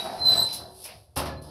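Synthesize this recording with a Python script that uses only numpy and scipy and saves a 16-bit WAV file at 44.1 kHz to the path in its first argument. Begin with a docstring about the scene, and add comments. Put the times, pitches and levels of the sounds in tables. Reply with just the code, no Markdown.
"""A squealing door shuts

A door moves in a small, hard-walled room. Stick-slip friction in a dry bearing squeals near 4 kHz,
while small bumps and slips make the door rumble and rub. Impacts on its metal fittings give two short
bursts of ticks. It shuts with a clunk, the panel booms in its modes, and a faint squeak and rub follow."""
import sys
import numpy as np
from scipy import signal
from scipy.fft import rfft, irfft
from scipy.io import wavfile

SR = 44100
rng = np.random.default_rng(int(sys.argv[2]) if len(sys.argv) > 2 else 0)


def int16_out(signal):
    """Quantize to a 16-bit WAV file."""
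    q = np.round(np.clip(np.atleast_2d(signal).T, -1, 1) * 32767)
    wavfile.write(sys.argv[1], SR, q.astype(np.int16))


N = 66150
T = np.arange(N) / SR
BIN_HZ = np.maximum(np.arange(N // 2 + 1) * SR / N, 1)
ROOM_T60_S = 0.47


# Pitch of the squeal (time [s], frequency [Hz])
SQUEAL_PITCH = [(.17, 4090), (.23, 4090), (.26, 4054), (.325, 4028), (.362, 3989), (.395, 4043),
                (.42, 4042), (.445, 4083), (.52, 4083)]
# Envelope of the squeal (time [s], level [dB])
SQUEAL_LEVEL = [(.165, -62), (.222, -25), (.247, -26), (.26, -17), (.31, -16.5), (.35, -20.5), (.45, -24.5),
                (.47, -39.5), (.53, -41.5), (.56, -68.5)]
# Harmonics relative to the fundamental (time [s], second [dB], third [dB])
SQUEAL_HARMONICS = [(.235, -37, -52), (.26, -25, -27.5), (.35, -26.5, -26), (.378, -8.5, -17.5),
                    (.402, -18.5, -19), (.44, -13, -29.5), (.448, -34.5, -46)]
def bearing_squeal(split_hz=58, split_db=-10):
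    """Stick-slip oscillation: a nearly pure tone turns harsh and beats with a second, lower tone."""
    (hz,), (db,) = in_time(SQUEAL_PITCH), in_time(SQUEAL_LEVEL)
    harshness = np.clip((T - 0.23) / 0.071, .15, 1)
    phase = slip_phase(hz, harshness)
    sounding = (T > SQUEAL_LEVEL[0][0]) & (T < SQUEAL_LEVEL[-1][0])
    level = from_db(db + 2 * harshness * drift(rate_hz=83)) * sounding
    lower_tone = harshness * from_db(split_db) * np.sin(slip_phase(hz - split_hz))
    tone = level * (np.sin(phase) + lower_tone)
    tone += harshness ** 2 * (tone_in_room(tone) - tone)
    tone *= from_db(-15 * arch(0.356, length_s=0.014) ** 2)   # the level dips briefly
    harmonics = sum(from_db(relative_db + 3.5 * drift(rate_hz=90)) * np.sin(k * phase)
                    for k, relative_db in enumerate(in_time(SQUEAL_HARMONICS), 2))
    return np.sqrt(2) * (tone + tone_in_room(level * harmonics, t60=0.18))


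# Short squeaks (onset [s], duration [s], frequency [Hz], level [dB])
SQUEAKS = [(-.03, 0.052, 3881, -28), (1.258, 0.099, 4135, -61), (1.366, 0.031, 4120, -51)]
def bearing_squeaks():
    """Brief spells of stick-slip oscillation each sound a single trembling tone."""
    tones = sum(from_db(db) * np.sin(slip_phase(hz)) * arch(onset, length)
                for onset, length, hz, db in SQUEAKS)
    return np.sqrt(2) * tone_in_room(tones)


# Creaks of the door (onset [s], duration [s], first pitch [Hz], last pitch [Hz], level [dB])
CREAKS = [(0.157, 0.05, 800, 740, -52.5), (0.352, 0.084, 825, 925, -39.5), (0.409, 0.052, 907, 920, -44),
          (0.571, 0.283, 368, 377, -55.5), (1.273, 0.074, 1754, 1680, -48)]
def creaks():
    """Slower, rougher stick-slip: the pitch glides with the rate of slipping."""
    tones = np.zeros(N)
    for onset, length, first_hz, last_hz, db in CREAKS:
        glide_hz = np.interp(T, [onset, onset + length], [first_hz, last_hz])
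        tones += from_db(db) * arch(onset, length) * np.sin(slip_phase(glide_hz, roughness=3.2))
    return np.sqrt(2) * tone_in_room(tones)


# Blows of the door on its frame (time [s], level [dB])
CLUNKS = [(1.164, -29), (1.185, -29.5), (1.256, -34.5)]
# Spectrum of a blow (frequency [Hz], relative density [dB])
CLUNK_SPECTRUM = [(55, -7.5), (115, -0.5), (200, -9), (350, -8), (460, -7.5), (600, -3), (1050, -3.5),
                  (1970, -13.5), (4940, -12.5), (6500, -26.5)]
# Decay of a blow (frequency [Hz], T60 [s])
CLUNK_DECAY = [(70, 1.37), (420, 0.79), (1100, 0.43), (2500, 0.35), (8000, 0.28)]
# Modes of the panel and latch (frequency [Hz], relative level [dB], T60 [s])
PANEL_MODES = [(73.7, -4, 1.6), (115.4, -1.5, 0.11), (151, -7, 1.93), (252.3, -5, 0.74), (280.5, -8, 0.87),
               (368, -10, 1.37), (538.5, -3, 0.72), (834, -3.5, 0.59), (1063, -4, 0.55), (2735, -10, 0.24),
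               (4823, -10, 0.16)]
def clunk():
    """Impact and rebound: the door hits its frame, and the first blow excites the panel's modes."""
    onset, db = CLUNKS[0]
    return impacts(CLUNKS, CLUNK_SPECTRUM, CLUNK_DECAY) + ringing(onset, db - 2, PANEL_MODES)


# Envelope of the rumble (time [s], level [dB])
RUMBLE_LEVEL = [(0, -27), (.04, -38), (.06, -30), (.14, -35.5), (.22, -35.5), (.34, -33.5), (.42, -34),
                (.49, -43.5), (.58, -44.5), (.62, -40.5), (.75, -54), (.95, -52), (1.05, -67),
                (1.41, -75.5), (1.45, -47.5)]
# Spectrum before the squeal (frequency [Hz], relative density [dB])
RUMBLE_EARLY = [(55, -17), (80, -15.5), (255, -5.5), (300, -20), (365, -5), (480, -14.5), (660, 1.5),
                (810, 1.5), (950, -9), (2800, -20.5)]
# Deeper spectrum once the squeal sets in (frequency [Hz], relative density [dB])
RUMBLE_LATE = [(55, -20.5), (80, -2), (130, -1), (280, -8), (470, -6), (680, -1), (880, -4.5), (1100, -8.5),
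               (1800, -12.5), (2400, -23.5)]
def rumble(treble_hz=1174, dulling=0.78):
    """Forced vibration: small bumps shake the moving panel, which sounds duller as it slows."""
    bumps = contacts(per_s=350, spread_db=2.5, wet_db=4)
    (db,) = in_time(RUMBLE_LEVEL)
    late = np.clip((T - 0.19) / 0.077, 0, 1)
    body = (1 - late) * colour(bumps, RUMBLE_EARLY) + late * colour(bumps, RUMBLE_LATE)
    bass = signal.sosfiltfilt(signal.butter(2, treble_hz, fs=SR, output="sos"), body)
    treble = from_db(dulling * (db - db.max())) * (body - bass)
    return from_db(db) * (bass + treble)


# Envelopes of the rubbing (time [s], lower resonance [dB], upper resonance [dB])
RUB_LEVELS = [(0, -43.5, -44), (.1, -48, -55), (.23, -52, -53), (.27, -43.5, -47), (.35, -37.5, -45.5),
              (.46, -46, -48), (.56, -42, -52), (.69, -60, -63), (.74, -62, -56.5), (.825, -53, -46.5),
              (.9, -53.5, -60.5), (1.03, -66.5, -64.5), (1.1, -77.5, -75), (1.412, -76, -72),
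              (1.422, -59, -56), (1.5, -58, -61.5)]
# Lower resonance (frequency [Hz], relative density [dB])
RUB_LOW = [(3400, -1), (4400, 3), (5100, 3), (6100, -11), (7000, -22.5)]
# Upper resonance (frequency [Hz], relative density [dB])
RUB_HIGH = [(7500, -13.5), (9400, 0.5), (11000, 2.5), (12500, -8), (15000, -21)]
def rubbing():
    """Dry friction: dense, fine slips excite two broad resonances near 5 and 10 kHz."""
    slips = contacts(per_s=1900, spread_db=-5, wet_db=-2.5)
    low_db, high_db = in_time(RUB_LEVELS)
    return from_db(low_db) * colour(slips, RUB_LOW) + from_db(high_db) * colour(slips, RUB_HIGH)


# Ticks of the fittings (time [s], level [dB])
TICKS = [(0.042, -48), (.529, -33.5), (0.544, -36), (.558, -46), (.829, -49.5), (0.841, -37.5),
         (0.854, -45), (1.159, -40.5), (1.163, -36), (1.173, -30), (1.256, -44.5)]
# Spectrum of a tick (frequency [Hz], relative density [dB])
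TICK_SPECTRUM = [(2000, -12), (3500, -11.5), (5400, -2.5), (7000, -14), (9000, -3), (10500, 2.5),
                 (13000, -5.5), (15000, -16)]
# Modes of the fittings (frequency [Hz], relative level [dB], T60 [s])
METAL_MODES = [(2737, -20.5, 0.25), (5180, -8, 0.18), (5730, -20, 0.31)]
def fitting_ticks():
    """Impulse excitation: sharp contacts leave the metal ringing at its natural frequencies."""
    clicks = impacts(TICKS, TICK_SPECTRUM, decay=[(1, 0.2)], attack_s=1 / SR, crack_db=-11)
    return clicks + sum(ringing(onset, db, METAL_MODES) for onset, db in TICKS)


# Light scuffs (time [s], level [dB])
SCUFFS = [(0, -43), (.25, -52), (.32, -43), (.48, -48), (.85, -42.5), (.885, -43.5)]
# Spectrum of a scuff (frequency [Hz], relative density [dB])
SCUFF_SPECTRUM = [(300, -15.5), (620, 5), (1000, -3), (1600, -7.5), (2650, 1), (3200, -7.5), (5000, -5)]
# Soft thuds (time [s], level [dB])
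THUDS = [(.178, -44.5), (.575, -51), (.95, -50.5)]
def scuffs_and_thuds():
    """Damped vibration of the panel: the softer the contact, the slower and deeper its sound."""
    scuffs = impacts(SCUFFS, SCUFF_SPECTRUM, decay=[(1, 0.3)])
    thuds = impacts(THUDS, spectrum=[(65, 0), (150, -1)], decay=[(1, 0.47)], attack_s=0.0082)
    return scuffs + thuds


# Spectrum of the background (frequency [Hz], relative density [dB])
HUM_SPECTRUM = [(30, -15), (72, 7), (125, 0.5), (220, -21.5), (600, -6.5), (1200, -31.5), (14000, -46.5)]
def room_hum(db=-59):
    """Stationary noise, strongest in the bass, is heard as a low hum."""
    return from_db(db) * colour(rng.standard_normal(N), HUM_SPECTRUM)


def slip_phase(hz, roughness=1):
    """Frequency modulation: the phase of a stick-slip cycle whose rate trembles."""
    jitter = 0.0032 * roughness * drift(rate_hz=210)
    return 2 * np.pi * np.cumsum(hz * (1 + jitter)) / SR


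def impacts(blows, spectrum, decay, attack_s=0.0041, crack_db=-15.5, crack_s=0.00098):
    """Dense modes die away octave by octave; decay lists (frequency [Hz], T60 [s])."""
    out = np.zeros(N)
    octave = np.clip(np.round(np.log2(BIN_HZ / 62)), 0, 8)
    for onset, db in blows:
        noise_bins = rfft(colour(rng.standard_normal(N), spectrum))
        age = np.maximum(T - onset, 0)
        ring = sum(irfft(noise_bins * (octave == k), N) * from_db(-60 * age / at_hz(decay, 62 * 2 ** k))
                   for k in range(9))
        crack = from_db(crack_db) * np.exp(-age / crack_s)
        out += from_db(db) * ring * np.minimum(age / attack_s, 1) * (1 + crack)
    return out


def ringing(onset, db, modes):
    """Free vibration: each struck mode is an exponentially damped sinusoid."""
    age = np.maximum(T - onset, 0)
    return sum(from_db(db + mode_db - 60 * age / t60) * np.sin(2 * np.pi * hz * age) * rng.choice([-1, 1])
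               for hz, mode_db, t60 in modes)


def contacts(per_s, spread_db, wet_db):
    """Shot noise: random impulses of uneven size, heard in the room."""
    sizes = from_db(spread_db * np.minimum(rng.exponential(1, N), 4)) * rng.choice([-1, 1], N)
    return room(sizes * (rng.random(N) < per_s / SR), wet_db, ROOM_T60_S)


def tone_in_room(tone, t60=ROOM_T60_S, wet_db=-2, smoothing_s=0.023):
    """Interference: a tone beats with its reflections; its slow level is evened to direct plus decay."""
    heard = room(tone, wet_db, t60)
    wet_power, retained = from_db(2 * wet_db), from_db(-120 / (t60 * SR))
    reverberant = signal.lfilter([1 - retained], [1, -retained], tone ** 2)
    power = (tone ** 2 + wet_power * reverberant) / (1 + wet_power)
    window = np.hanning(int(2 * smoothing_s * SR))
    wanted, actual = (np.abs(signal.fftconvolve(p, window, "same")) + 1e-9 for p in (power, heard ** 2))
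    return heard * np.sqrt(wanted / actual)


def room(x, wet_db, t60):
    """Reverberation: a diffuse, exponentially decaying tail follows the direct sound."""
    tail = rng.standard_normal(N) * from_db(-60 * T / t60) * (T > .004)
    reflections = signal.fftconvolve(x, tail / np.linalg.norm(tail))[:N]
    wet = from_db(wet_db)
    return (x + wet * reflections) / np.sqrt(1 + wet ** 2)


def colour(x, spectrum):
    """Spectral shaping with a steep roll-off past both ends, at unit rms."""
    roll_off = (1 + (spectrum[0][0] / BIN_HZ) ** 8) * (1 + (BIN_HZ / spectrum[-1][0]) ** 16)
    return unit_rms(irfft(rfft(x) * from_db(at_hz(spectrum, BIN_HZ)) / np.sqrt(roll_off), N))


def drift(rate_hz):
    """Random fluctuation: low-passed noise at unit rms."""
    pole = np.exp(-2 * np.pi * rate_hz / SR)
    return unit_rms(signal.lfilter([1], [1, -2 * pole, pole * pole], rng.standard_normal(2 * N))[N:])


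def arch(onset, length_s):
    """A rounded envelope: the root of a half sine."""
    return np.sqrt(np.abs(np.sin(np.pi * np.clip((T - onset) / length_s, 0, 1))))


def in_time(rows):
    times, *columns = np.transpose(rows)
    return [np.interp(T, times, column) for column in columns]


def at_hz(rows, hz):
    frequencies, values = np.transpose(rows)
    return np.interp(np.log(hz), np.log(frequencies), values)


def from_db(db):
    return 10 ** (np.asarray(db) / 20)


def unit_rms(x):
    return x / np.sqrt(np.mean(x ** 2) + 1e-20)


def scene():
    """Superposition: the sounds of the door add to the hum of the room in one channel."""
    hum = room_hum()
    motion = bearing_squeal() + bearing_squeaks() + creaks() + rumble() + rubbing()
    knocks = fitting_ticks() + scuffs_and_thuds() + clunk()
    return (motion + knocks + hum)[None]


def record(dry):
    """Band limiting: a steep low-pass filter cuts the treble above 15.7 kHz."""
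    return signal.sosfilt(signal.ellip(10, .3, 80, 15700, fs=SR, output="sos"), dry)


dry = scene()
out = record(dry)
int16_out(out)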